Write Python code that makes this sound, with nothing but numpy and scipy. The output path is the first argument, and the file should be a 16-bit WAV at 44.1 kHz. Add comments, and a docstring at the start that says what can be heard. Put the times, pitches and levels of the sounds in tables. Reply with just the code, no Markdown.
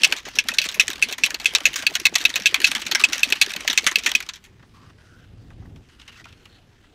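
"""A plastic shaker bottle is shaken about five times a second in a parked car; the shaking ends after four seconds.
A loose mixer piece strikes lid and base: noise bursts for the wall, decaying sines for the lid, light touches between.
The thick drink sloshes around it: noise spray, gurgling air pockets and pitched slaps.
The seat rumbles in low noise, loudest later under a shifting body; cloth rustles as grainy noise with
one resonance per rub, small hard things tick, and the cabin hums faintly throughout."""
import sys
import numpy as np
from scipy import signal
from scipy.io import wavfile
from scipy.ndimage import uniform_filter1d, minimum_filter1d

SR = 44100
rng = np.random.default_rng(int(sys.argv[2]) if len(sys.argv) > 2 else 0)


def to_wav(s):
    """Save 16-bit WAV."""
    ch = np.atleast_2d(s).T  # columns
    pcm = np.round(np.clip(ch, -1, 1) * 32767)  # PCM
    wavfile.write(sys.argv[1], SR, pcm.astype(np.int16))


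N = 306054

# Vigour of the shaking, as the drink's spray. Each row: time in seconds, level in dB.
SHAKING = [(0, -38.5), (.3, -38.5), (.66, -45.5), (1.08, -41.5), (1.9, -42), (2.6, -42), (3.0, -39.5),
           (3.74, -41.5), (4.13, -41), (4.27, -51.5), (4.4, -76)]
# Colour of the struck bottle wall. Each row: frequency in Hz, relative level in dB per Hz.
WALL_COLOUR = [(240, -47.5), (500, -27.5), (1000, -16), (1700, -5), (2400, -2.5), (3300, -1.5), (4300, -3),
               (5000, -13), (6100, -17.5), (8000, -25.5), (10300, -33), (12000, -29.5), (16000, -38)]


def from_db(db):
    """Decibels to gain."""
    return 10 ** (np.asarray(db) / 20)


def rms_one(x):
    """Scale to rms 1."""
    return x / np.sqrt(np.mean(x ** 2) + 1e-20)


def in_time(rows):
    """Return an on/off gate that is open for the span of the table, then each column as a curve."""
    s, *columns = np.transpose(rows)
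    t = np.arange(N) / SR
    gate = (t >= s[0]) & (t <= s[-1])
    return [gate] + [np.interp(t, s, column) for column in columns]


def at_hz(points, hz):
    """Spectrum level in dB, straight on a log-frequency axis."""
    point_hz, level_db = np.transpose(points)
    return np.interp(np.log(hz), np.log(point_hz), level_db)


def band(x, low, high):
    """Causal band-pass between two frequencies in Hz."""
    sos = signal.butter(2, [low, high], "band", fs=SR, output="sos")
    return signal.sosfilt(sos, x + 1e-18)


def drift(rate_hz):
    """Smooth chance with spread 1: noise through a two-pole low-pass, made at every 40th sample."""
    r = np.exp(-80 * np.pi * rate_hz / SR)
    noise = rng.standard_normal(N // 40 + 2002)
    slow = signal.lfilter([1], [1, -2 * r, r * r], noise)[2000:]   # drop the filter's start-up
    return np.interp(np.arange(N) / 40, np.arange(len(slow)), rms_one(slow))


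def ring(x, hz, t60):
    """Two-pole resonator: a unit click sets off a dying sine of starting height 1."""
    r = from_db(-60 / (t60 * SR))
    w = 2 * np.pi * hz / SR
    return signal.lfilter([0, np.sin(w)], [1, -2 * r * np.cos(w), r * r], x + 1e-18)


def banded_noise(spectrum, patchy_db, grainy_db):
    """Third-octave bands of noise, lumpy in time, each also flickering by itself; rms 1."""
    edges_hz = 20 * 2 ** np.arange(0, 9.9, 1 / 3)
    out, together = 0, drift(25)
    grains = rng.standard_normal((2, N)) * from_db(grainy_db * drift(120))
    for k, (low, high) in enumerate(zip(edges_hz, edges_hz[1:])):
        level_db = at_hz(spectrum, np.sqrt(low * high))
        flicker_db = patchy_db * (0.27 * together + drift(4.7))
        out = out + from_db(level_db + flicker_db) * band(grains[k % 2], low, high)
    return rms_one(out)


def spray_level():
    """Gain of the spray: the vigour less the lulls, in which the drink hangs at one end of the bottle."""
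    # Lulls that end when the drink is thrown back. Each row: time in seconds, depth in dB.
    lulls = [(0.23, 18), (.33, 9.5), (.43, 14), (.56, 3.5), (1.01, 1.5), (1.17, 13), (1.385, 13), (2.11, 7),
             (2.84, 11), (3.4, 3.5), (3.83, 4), (4.02, 5)]
    fall_s, rise_s = 0.032, .02   # each lull sinks more slowly than it recovers
    shaken, level_db = in_time(SHAKING)
    t = np.arange(N) / SR
    for s, depth_db in lulls:
        width_s = np.where(t < s, fall_s, rise_s)
        level_db = level_db - depth_db * np.exp(-((t - s) / width_s) ** 2)
    return shaken * from_db(level_db)


def gurgle():
    """Air pockets close at random and ring a few cycles, low and dull; rms 1."""
    sizes = from_db(4.6 * np.minimum(rng.exponential(1, N), 4)) * rng.choice([-1, 1], N)
    pockets_per_s = 260 * from_db(3.5 * drift(12))   # they come in clumps
    clicks = sizes * (rng.random(N) < pockets_per_s / SR)
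    dealt = rng.integers(0, 16, N)   # which pitch each pocket takes
    rings = 0
    for k, hz in enumerate(np.geomspace(150, 1200, 16)):
        rings = rings + ring(clicks * (dealt == k), hz, t60=16.0 / hz) * (hz / 300) ** 0.11
    return rms_one(band(rings, 220, 1100))


def slosh(spray_gain):
    """The moving drink: noise spray with the gurgle under it, both following the spray gain."""
    # Colour of the spray. Each row: frequency in Hz, relative level in dB per Hz.
    spray_colour = [(290, -48), (500, -14), (586, -22), (1110, -5.5), (2650, 0), (4340, -11.5), (4940, -1),
                    (5970, -13.5), (16000, -32.5)]
    spray = banded_noise(spray_colour, patchy_db=2.5, grainy_db=2.0)
    return spray_gain * (spray + from_db(-5.0) * gurgle())


def seat_rumble():
    """Low noise with a frame resonance: the seat rocks under the shaking, then under the shifting body."""
    # Colour of the rumble. 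Each row: frequency in Hz, relative level in dB per Hz.
    seat_colour = [(15, -49), (25, -7.5), (64, -5.5), (108, -0.5), (165, -8.5), (326, -14.5), (573, -28.5),
                   (800, -26.5), (1040, -60), (1760, -120)]
    # The seat under the shifting body. Each row: time in seconds, level in dB.
    weight = [(4.4, -68.5), (4.55, -50), (4.72, -57.5), (4.8, -49), (5.05, -54), (5.35, -47.5),
              (5.62, -41.5), (5.8, -43.5), (5.85, -63.5), (6.05, -61), (6.2, -49.5), (6.4, -54.5),
              (6.94, -61.5)]
    shaken = in_time(SHAKING)[0]
    moves, weight_db = in_time(weight)
    seat = banded_noise(seat_colour, patchy_db=1.5, grainy_db=2.5)
    frame_boom = rms_one(ring(seat, 112, t60=0.48))
    seat = rms_one(seat + 0.45 * frame_boom)
    rumble = (moves * from_db(weight_db) + shaken * from_db(-63)) * seat
    low_rocking = shaken * from_db(-61.5) * rms_one(band(seat, 49, 70))
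    return rumble + low_rocking


def cabin_hum():
    """Faint steady noise of the cabin, mostly low."""
    # Colour of the hum. Each row: frequency in Hz, relative level in dB per Hz.
    hum_colour = [(13, -35), (22, 3.5), (64, 5), (347, -4.5), (653, -12.5), (1710, -22), (4380, -36.5),
                  (5030, -31.5), (6100, -29), (14700, -38.5), (16000, -46)]
    return from_db(-57) * banded_noise(hum_colour, patchy_db=3.0, grainy_db=1.0)


def rattle(spray_gain, count):
    """Between blows the tumbling piece touches the wall lightly at random, harder when the spray is louder."""
    when, size = rng.random((count, 2)).T
    s = when * SHAKING[-1][0]
    spray_db = 20 * np.log10(spray_gain[(s * SR).astype(int)] + 1e-9)
    db = spray_db + 1 - 3 * np.log(size + .05)   # a few touches stand well out
    return wall(WALL_COLOUR, s, db, db - 7.5, db - 3, np.full(count, .025),
                hold_s=0.00023, scatter_db=3.5, sharpness=3.0)


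def wall(colour, seconds, mid_db, low_db, high_db, t60s, hold_s, scatter_db, sharpness):
    """A blow shakes dense modes: a dying noise burst, cabin echoes included, coloured anew each time."""
    fine_hz = 500 * 2 ** np.arange(0, 5.2, 1 / 5)   # fifth-octave edges
    t = np.arange(SR // 8) / SR
    at = (seconds * SR).astype(int)
    white, out = rng.standard_normal((2, N + len(t))), np.zeros(N + len(t))
    chance = rng.standard_normal((len(at), len(fine_hz)))
    white[:, :N] *= rms_one(from_db(3.0 * drift(170)))   # the piece chatters: the burst comes in lumps
    first_flash = 0.31 * from_db(-60 * t / 0.0081)
    all_bands = list(enumerate(zip(fine_hz, fine_hz[1:])))
    for first, last, levels_db in [(400, 1900, low_db), (1900, 5000, mid_db), (5000, 19000, high_db)]:
        bands = [(k, lo, hi) for k, (lo, hi) in all_bands if first < np.sqrt(lo * hi) < last]
        share = np.array([from_db(at_hz(colour, np.sqrt(lo * hi))) for k, lo, hi in bands])
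        # colour sets the balance inside each range, levels_db its total
        power = sum(gain ** 2 * (hi - lo) * 2 / SR for gain, (k, lo, hi) in zip(share, bands))
        for gain, (k, lo, hi) in zip(share / np.sqrt(power), bands):
            envelope, click = np.zeros((2, N + len(t)))
            sizes = from_db(levels_db + scatter_db * chance[:, k])
            band_t60s = t60s * (lo / 3000) ** -.3   # higher bands die sooner
            for i, size, t60 in zip(at, sizes, band_t60s):
                decay = from_db(-60 * np.maximum(t - hold_s, 0) / t60)
                envelope[i:i + len(t)] += size * (decay + first_flash)
            # first contact: one click; signs keep neighbouring bands in step
            click[at] = sharpness * sizes * (-1) ** k
            out += gain * band(envelope * white[k % 2] + click, lo, hi)
    return out[:N]


def lid_ring(seconds, rings_db, hold_s, lid_db):
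    """The lid's modes ring; grip and wet plastic detune each a little from blow to blow."""
    # Lid modes. Each row: frequency in Hz, relative level in dB, t60 in seconds before a cap of 0.045 s.
    lid_modes = [(1669, -12.5, 0.062), (2246, -11, 0.061), (2527, -2, 0.11), (2604, 2.5, 0.039),
                 (3310, -16.5, .035), (4196, -13, 0.01), (6086, -8.5, 0.022)]
    t = np.arange(SR // 8) / SR
    at = (seconds * SR).astype(int)
    out = np.zeros(N + len(t))
    chance = rng.standard_normal((len(seconds), len(lid_modes), 2))
    for k, (hz, level_db, t60) in enumerate(lid_modes):
        decay = from_db(-60 * np.maximum(t - hold_s, 0) / min(t60, .045))
        swell = (1 - np.exp(-t / .0006)) * decay
        for i, ring_db, (size, detune) in zip(at, rings_db, chance[:, k]):
            gain = from_db(ring_db + level_db + lid_db + 2.5 * size)
            out[i:i + len(t)] += gain * swell * np.sin(2 * np.pi * hz * (1 + .011 * detune) * t)
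    return band(out[:N], 1400, 6300)


def mixer():
    """Strength and place of a blow decide how much wall and lid it sets going."""
    # Mixer blows. Each row: time in seconds, strength in dB, nearness to the lid from 0 to 1,
    # t60 in seconds (at least 0.02 s is used, then scaled by frequency).
    blows = [(.034, -12, 0.8, 0.069), (.044, -18.5, 0.93, 0.066), (0.1134, -33, .3, .03),
             (.1229, -17.5, 0.1, 0.053), (0.164, -34, 0.3, 0.14), (0.253, -38, 0, 0.07),
             (0.286, -38, 0, 0.059), (0.3546, -32.5, 0, 0.13), (0.3868, -12.5, 0.92, 0.065),
             (.439, -38, 0, 0.026), (0.4857, -17, 0, 0.059), (0.516, -34, 0.83, 0.032),
             (0.5376, -29.5, 0.2, .12), (0.5845, -15, 0.88, 0.079), (0.6158, -25, 0.9, 0.082),
             (0.6404, -21.5, 0.27, 0.043), (.6517, -26.5, 0.4, 0.093), (0.6876, -23, 0, 0.064),
             (.723, -36, .1, 0.039), (0.7427, -30.5, 0.5, 0.14), (.7966, -11, 0.92, 0.055),
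             (.806, -24, .5, 0.049), (0.82, -31.5, 0.6, 0.12), (0.8803, -23, 0.36, 0.035),
             (.902, -23, 0.2, 0.034), (0.9115, -31, 0.3, 0.049), (0.9319, -29.5, 0.3, .026),
             (0.9565, -35, 0.5, 0.039), (1.0246, -17, 1, 0.093), (1.0865, -29, .1, 0.087),
             (1.111, -31.5, 0.2, 0.047), (1.125, -23, 0.59, 0.072), (1.1809, -31, 0, 0.081),
             (1.2357, -16.5, 1, 0.096), (1.2613, -20, 0.3, 0.034), (1.305, -27.5, 0, 0.054),
             (1.3438, -23.5, 0.34, 0.06), (1.3992, -27.5, 0.5, .05), (1.4568, -18.5, 0.98, 0.13),
             (1.537, -27, 0, 0.027), (1.55, -11.5, 0.5, 0.056), (1.5833, -29.5, 0, 0.019),
             (1.604, -35.5, 0, .033), (1.6542, -11.5, 0.85, 0.084), (1.7319, -30, 0.3, 0.02),
             (1.74, -30, 0.1, 0.032), (1.758, -25, 0.33, 0.23), (1.8228, -29.5, 0.3, 0.045),
             (1.8662, -12, 0.87, 0.055), (1.875, -39, .1, 0.021), (1.938, -34, 0, 0.092),
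             (1.9525, -12, 0.4, 0.053), (1.9987, -30, .5, 0.053), (2.0534, -13, 0.79, 0.075),
             (2.066, -17.5, 0.74, 0.013), (2.1425, -34.5, 0.73, 0.046), (2.1539, -10.5, 0.37, 0.046),
             (2.182, -28.5, 0.5, 0.091), (2.212, -28, 0, 0.075), (2.2518, -11, 0.88, 0.053),
             (2.2926, -32, 0.45, 0.092), (2.301, -32, 0.2, 0.041), (2.3572, -15.5, 0.6, 0.067),
             (2.3994, -25.5, 0, 0.041), (2.421, -31, 0.2, 0.028), (2.4576, -15.5, 1, 0.037),
             (2.463, -17.5, 0.94, 0.098), (2.5427, -13.5, .4, 0.077), (2.602, -22.5, 0.26, 0.038),
             (2.6163, -24, 0.5, 0.063), (2.6431, -9.5, 0.93, 0.062), (2.6671, -20.5, 0.66, 0.094),
             (2.71, -31, 0.6, 0.018), (2.715, -20.5, 0.32, 0.061), (2.7504, -20, 0.3, 0.079),
             (2.798, -37, 0, 0.24), (2.8174, -29, 0.2, .042), (2.8648, -28.5, 0.4, 0.088),
             (2.913, -19, .1, 0.066), (2.9489, -15.5, 0.22, 0.077), (2.996, -20.5, 0.1, .082),
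             (3.0123, -34, .6, 0.035), (3.0381, -8, .8, 0.059), (3.123, -30, 0, 0.11),
             (3.1304, -19.5, 0.37, 0.075), (3.1547, -38, 0.4, 0.087), (3.1806, -30, 0.4, 0.038),
             (3.192, -30, 0.1, 0.076), (3.2316, -14.5, 0.9, .075), (3.2897, -31.5, 0.3, 0.038),
             (3.3025, -27, 0.4, 0.04), (3.3232, -12, 0.53, 0.043), (3.355, -30, 0.2, 0.11),
             (3.4138, -9, 0.86, 0.088), (3.4624, -29, 0.2, 0.025), (3.5034, -29.5, 0.3, 0.057),
             (3.5366, -25, 0.54, 0.027), (3.5623, -22, 0.4, 0.041), (3.6063, -29, 0.6, 0.034),
             (3.6765, -16, 0.42, 0.058), (3.699, -20, 0.4, 0.092), (3.729, -30, 0.05, 0.064),
             (3.7756, -11.5, 0.75, 0.068), (3.8429, -26, .3, 0.046), (3.8653, -11.5, 0, .087),
             (3.9137, -23, 0.1, 0.04), (3.957, -16, 0.95, 0.063), (3.985, -24.5, 0.36, 0.07),
             (4.0358, -29.5, 0.6, 0.19), (4.0613, -15.5, 0, 0.093), (4.0904, -33, 0.7, 0.092),
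             (4.1156, -21.5, 0.4, 0.021), (4.1503, -18, 1, 0.082), (4.203, -29, 0, 0.041),
             (4.2253, -35.5, 0.4, 0.047), (4.2889, -30.5, 0, 0.064), (4.3352, -42, 0, 0.13),
             (4.357, -43.5, 0, 0.058), (4.4397, -48.5, 0.06, 0.15)]
    lows_at_base_db, lows_at_lid_db = -6.5, -23   # against strength: the base is the duller end
    ring_at_base_db, ring_at_lid_db = -14.5, 14   # against strength, ahead of the lid's own trim
    s, strength_db, lid, t60 = np.transpose(blows)
    lid = np.clip(lid, 0, 1)
    low_db = strength_db + lows_at_base_db + (lows_at_lid_db - lows_at_base_db) * lid ** 1.8
    high_db = -6 + 0.9 * strength_db   # the top grows a little less than the strength
    ring_db = strength_db + ring_at_base_db + (ring_at_lid_db - ring_at_base_db) * lid
    walls = wall(WALL_COLOUR, s, strength_db, low_db, high_db, np.maximum(t60, .02),
                 hold_s=0.00017, scatter_db=3.5, sharpness=3.6)
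    return walls + lid_ring(s, ring_db, hold_s=0.0015, lid_db=-5.5)


def slaps():
    """Drink slaps a bottle end: a soft puff through the squeezed air pocket, its pitch rising as it closes."""
    # Slaps. Each row: time in seconds, peak in dB, starting pitch in Hz.
    slap_rows = [(0.035, -32, 665), (0.113, -37, 590), (0.265, -29.5, 560), (0.368, -35, 396),
                 (0.658, -29.5, 280), (0.762, -34, 575), (0.89, -30, 312), (1.081, -36, 636),
                 (1.179, -36, 580), (1.399, -33, 810), (1.533, -31.5, 400), (1.606, -31, 794),
                 (1.828, -32.5, 590), (1.911, -32.5, 308), (2.055, -39, 229), (2.124, -29, 325),
                 (2.355, -31.5, 530), (2.448, -39, 322), (2.523, -31, 356), (2.647, -35, 880),
                 (2.916, -25, 826), (3.038, -23.5, 620), (3.266, -44, 310), (3.32, -26.5, 360),
                 (3.413, -21.5, 903), (3.567, -37, 215), (3.646, -27, 610), (3.775, -32, 433),
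                 (3.864, -29.5, 266), (4.062, -31, 890)]
    t = np.arange(SR // 10) / SR
    out = np.zeros(N + len(t))
    puffs = rng.standard_normal((len(slap_rows), len(t)))
    shape = t / 0.0055 * np.exp(1 - t / 0.0047)
    for (s, level_db, hz), puff in zip(slap_rows, puffs):
        rising = np.sin(2 * np.pi * hz * (t + 4.0 * t * t))
        slap = shape * (rising + 1.3 * rms_one(band(puff, hz * .6, hz * 2.2)))
        i = int(s * SR)
        out[i:i + len(t)] += from_db(level_db) * slap / np.abs(slap).max()
    return out[:N]


def fold_resonance(x, centre_hz, width_hz):
    """A resonance that keeps one pitch per rub and steps to another at the next; rms 1."""
    out, state = np.zeros(N), np.zeros(2)
    r = np.exp(-np.pi * width_hz / SR)
    for i in range(0, N, 256):   # the pitch is read once per block
        a = [1, -2 * r * np.cos(2 * np.pi * centre_hz[i] / SR), r * r]
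        out[i:i + 256], state = signal.lfilter([1, 0, -1], a, x[i:i + 256], zi=state)
    return rms_one(out)


def rustle():
    """Grainy cloth friction; each rub swells, holds and fades, and the loudest fold lends a resonance."""
    # Colour of the cloth. Each row: frequency in Hz, relative level in dB per Hz.
    cloth_colour = [(290, -50), (500, -21), (1020, -6.5), (1510, -2), (2360, -4.5), (2650, -4),
                    (3290, -3.5), (4340, -11), (4870, -7), (16000, -36)]
    # Rubbing folds. Each row: start of the hold in seconds, length of the hold in seconds, level in dB,
    # fold resonance in Hz, share of the resonance (gain against the plain cloth).
    rub_rows = [(4.746, 0.16, -65, 1090, 1.6), (4.988, 0.18, -71, 1466, 2.8), (5.147, .1, -71, 1560, 1.2),
                (5.897, 0.053, -62.5, 3000, .4), (5.993, .04, -59, 2890, 1.2),
                (6.046, 0.038, -65, 2800, 1.2), (6.078, .025, -53, 2880, 1.1),
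                (6.119, .05, -54.5, 2630, 1.1), (6.172, 0.041, -53.5, 1950, 0.63),
                (6.272, .06, -57.5, 2640, .7), (6.341, 0.25, -70, 4290, 2.1)]
    rise_s, fade_s = 0.0086, 0.022   # ahead of the hold and after it
    start, length, level_db, fold_hz, share = np.transpose(rub_rows)[:, :, None]
    t = np.arange(N) / SR
    ramp = np.minimum((t - start) / rise_s, (start + length - t) / fade_s) + 1
    rubs = from_db(level_db) * np.clip(ramp, 0, 1) ** 2
    loudest = rubs.argmax(axis=0)
    cloth = banded_noise(cloth_colour, patchy_db=2.0, grainy_db=2.0)
    folds = cloth + share[loudest, 0] * fold_resonance(cloth, fold_hz[loudest, 0], width_hz=150)
    stirring = (t > 3.6) * from_db(-63.5) * cloth   # faint, under and between the rubs
    return rubs.max(axis=0) * folds + stirring


def handling():
    """Small hard things tick: short noise bursts with a softer first click than the blows."""
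    # Ticks. Each row: time in seconds, strength in dB, dullness as lows over mids in dB.
    ticks = [(4.594, -65.5, 13), (4.625, -57.5, 4), (4.896, -55, 0), (5.503, -56.5, 7.5),
             (5.623, -71.5, 15), (5.653, -65, 10), (5.759, -50.5, -2.5), (5.887, -58, -4), (5.997, -49, -8),
             (6.013, -47, -8), (6.078, -37, -10.5), (6.124, -52, -16), (6.2, -63, 13), (6.241, -46, -22),
             (6.254, -47, 2), (6.285, -50, -19), (6.325, -49, -15), (6.454, -46.5, -8.5), (6.838, -64, 7)]
    # Colour of the handled things. Each row: frequency in Hz, relative level in dB per Hz.
    handled_colour = [(500, -8.5), (900, -3.5), (1500, -3), (2800, 1), (4500, -7), (8000, -23),
                      (16000, -37)]
    s, strength_db, dull_db = np.transpose(ticks)
    return wall(handled_colour, s, strength_db, strength_db + dull_db, strength_db - 9,
                np.full(len(s), 0.049), hold_s=0.0031, scatter_db=2.0, sharpness=1.2)


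def scene():
    """Sum bottle, drink, moving body and cabin into one channel."""
    spray_gain = spray_level()
    drink = slosh(spray_gain) + slaps()
    bottle = mixer() + rattle(spray_gain, count=150)
    body = seat_rumble() + rustle()
    return (bottle + drink + body + handling() + cabin_hum())[None]


def record(dry):
    """A fast limiter holds peaks at full scale, then a steep low-pass cuts the top."""
    room_left = minimum_filter1d(1 / np.maximum(np.abs(dry), 1), size=45)   # about 1 ms
    held = dry * uniform_filter1d(room_left, size=45)
    low_pass = signal.cheby2(16, 90, 16700, fs=SR, output="sos")   # stop band from 16.7 kHz, 90 dB down
    return np.clip(signal.sosfilt(low_pass, held), -1, 1)


dry = scene()
out = record(dry)
to_wav(out)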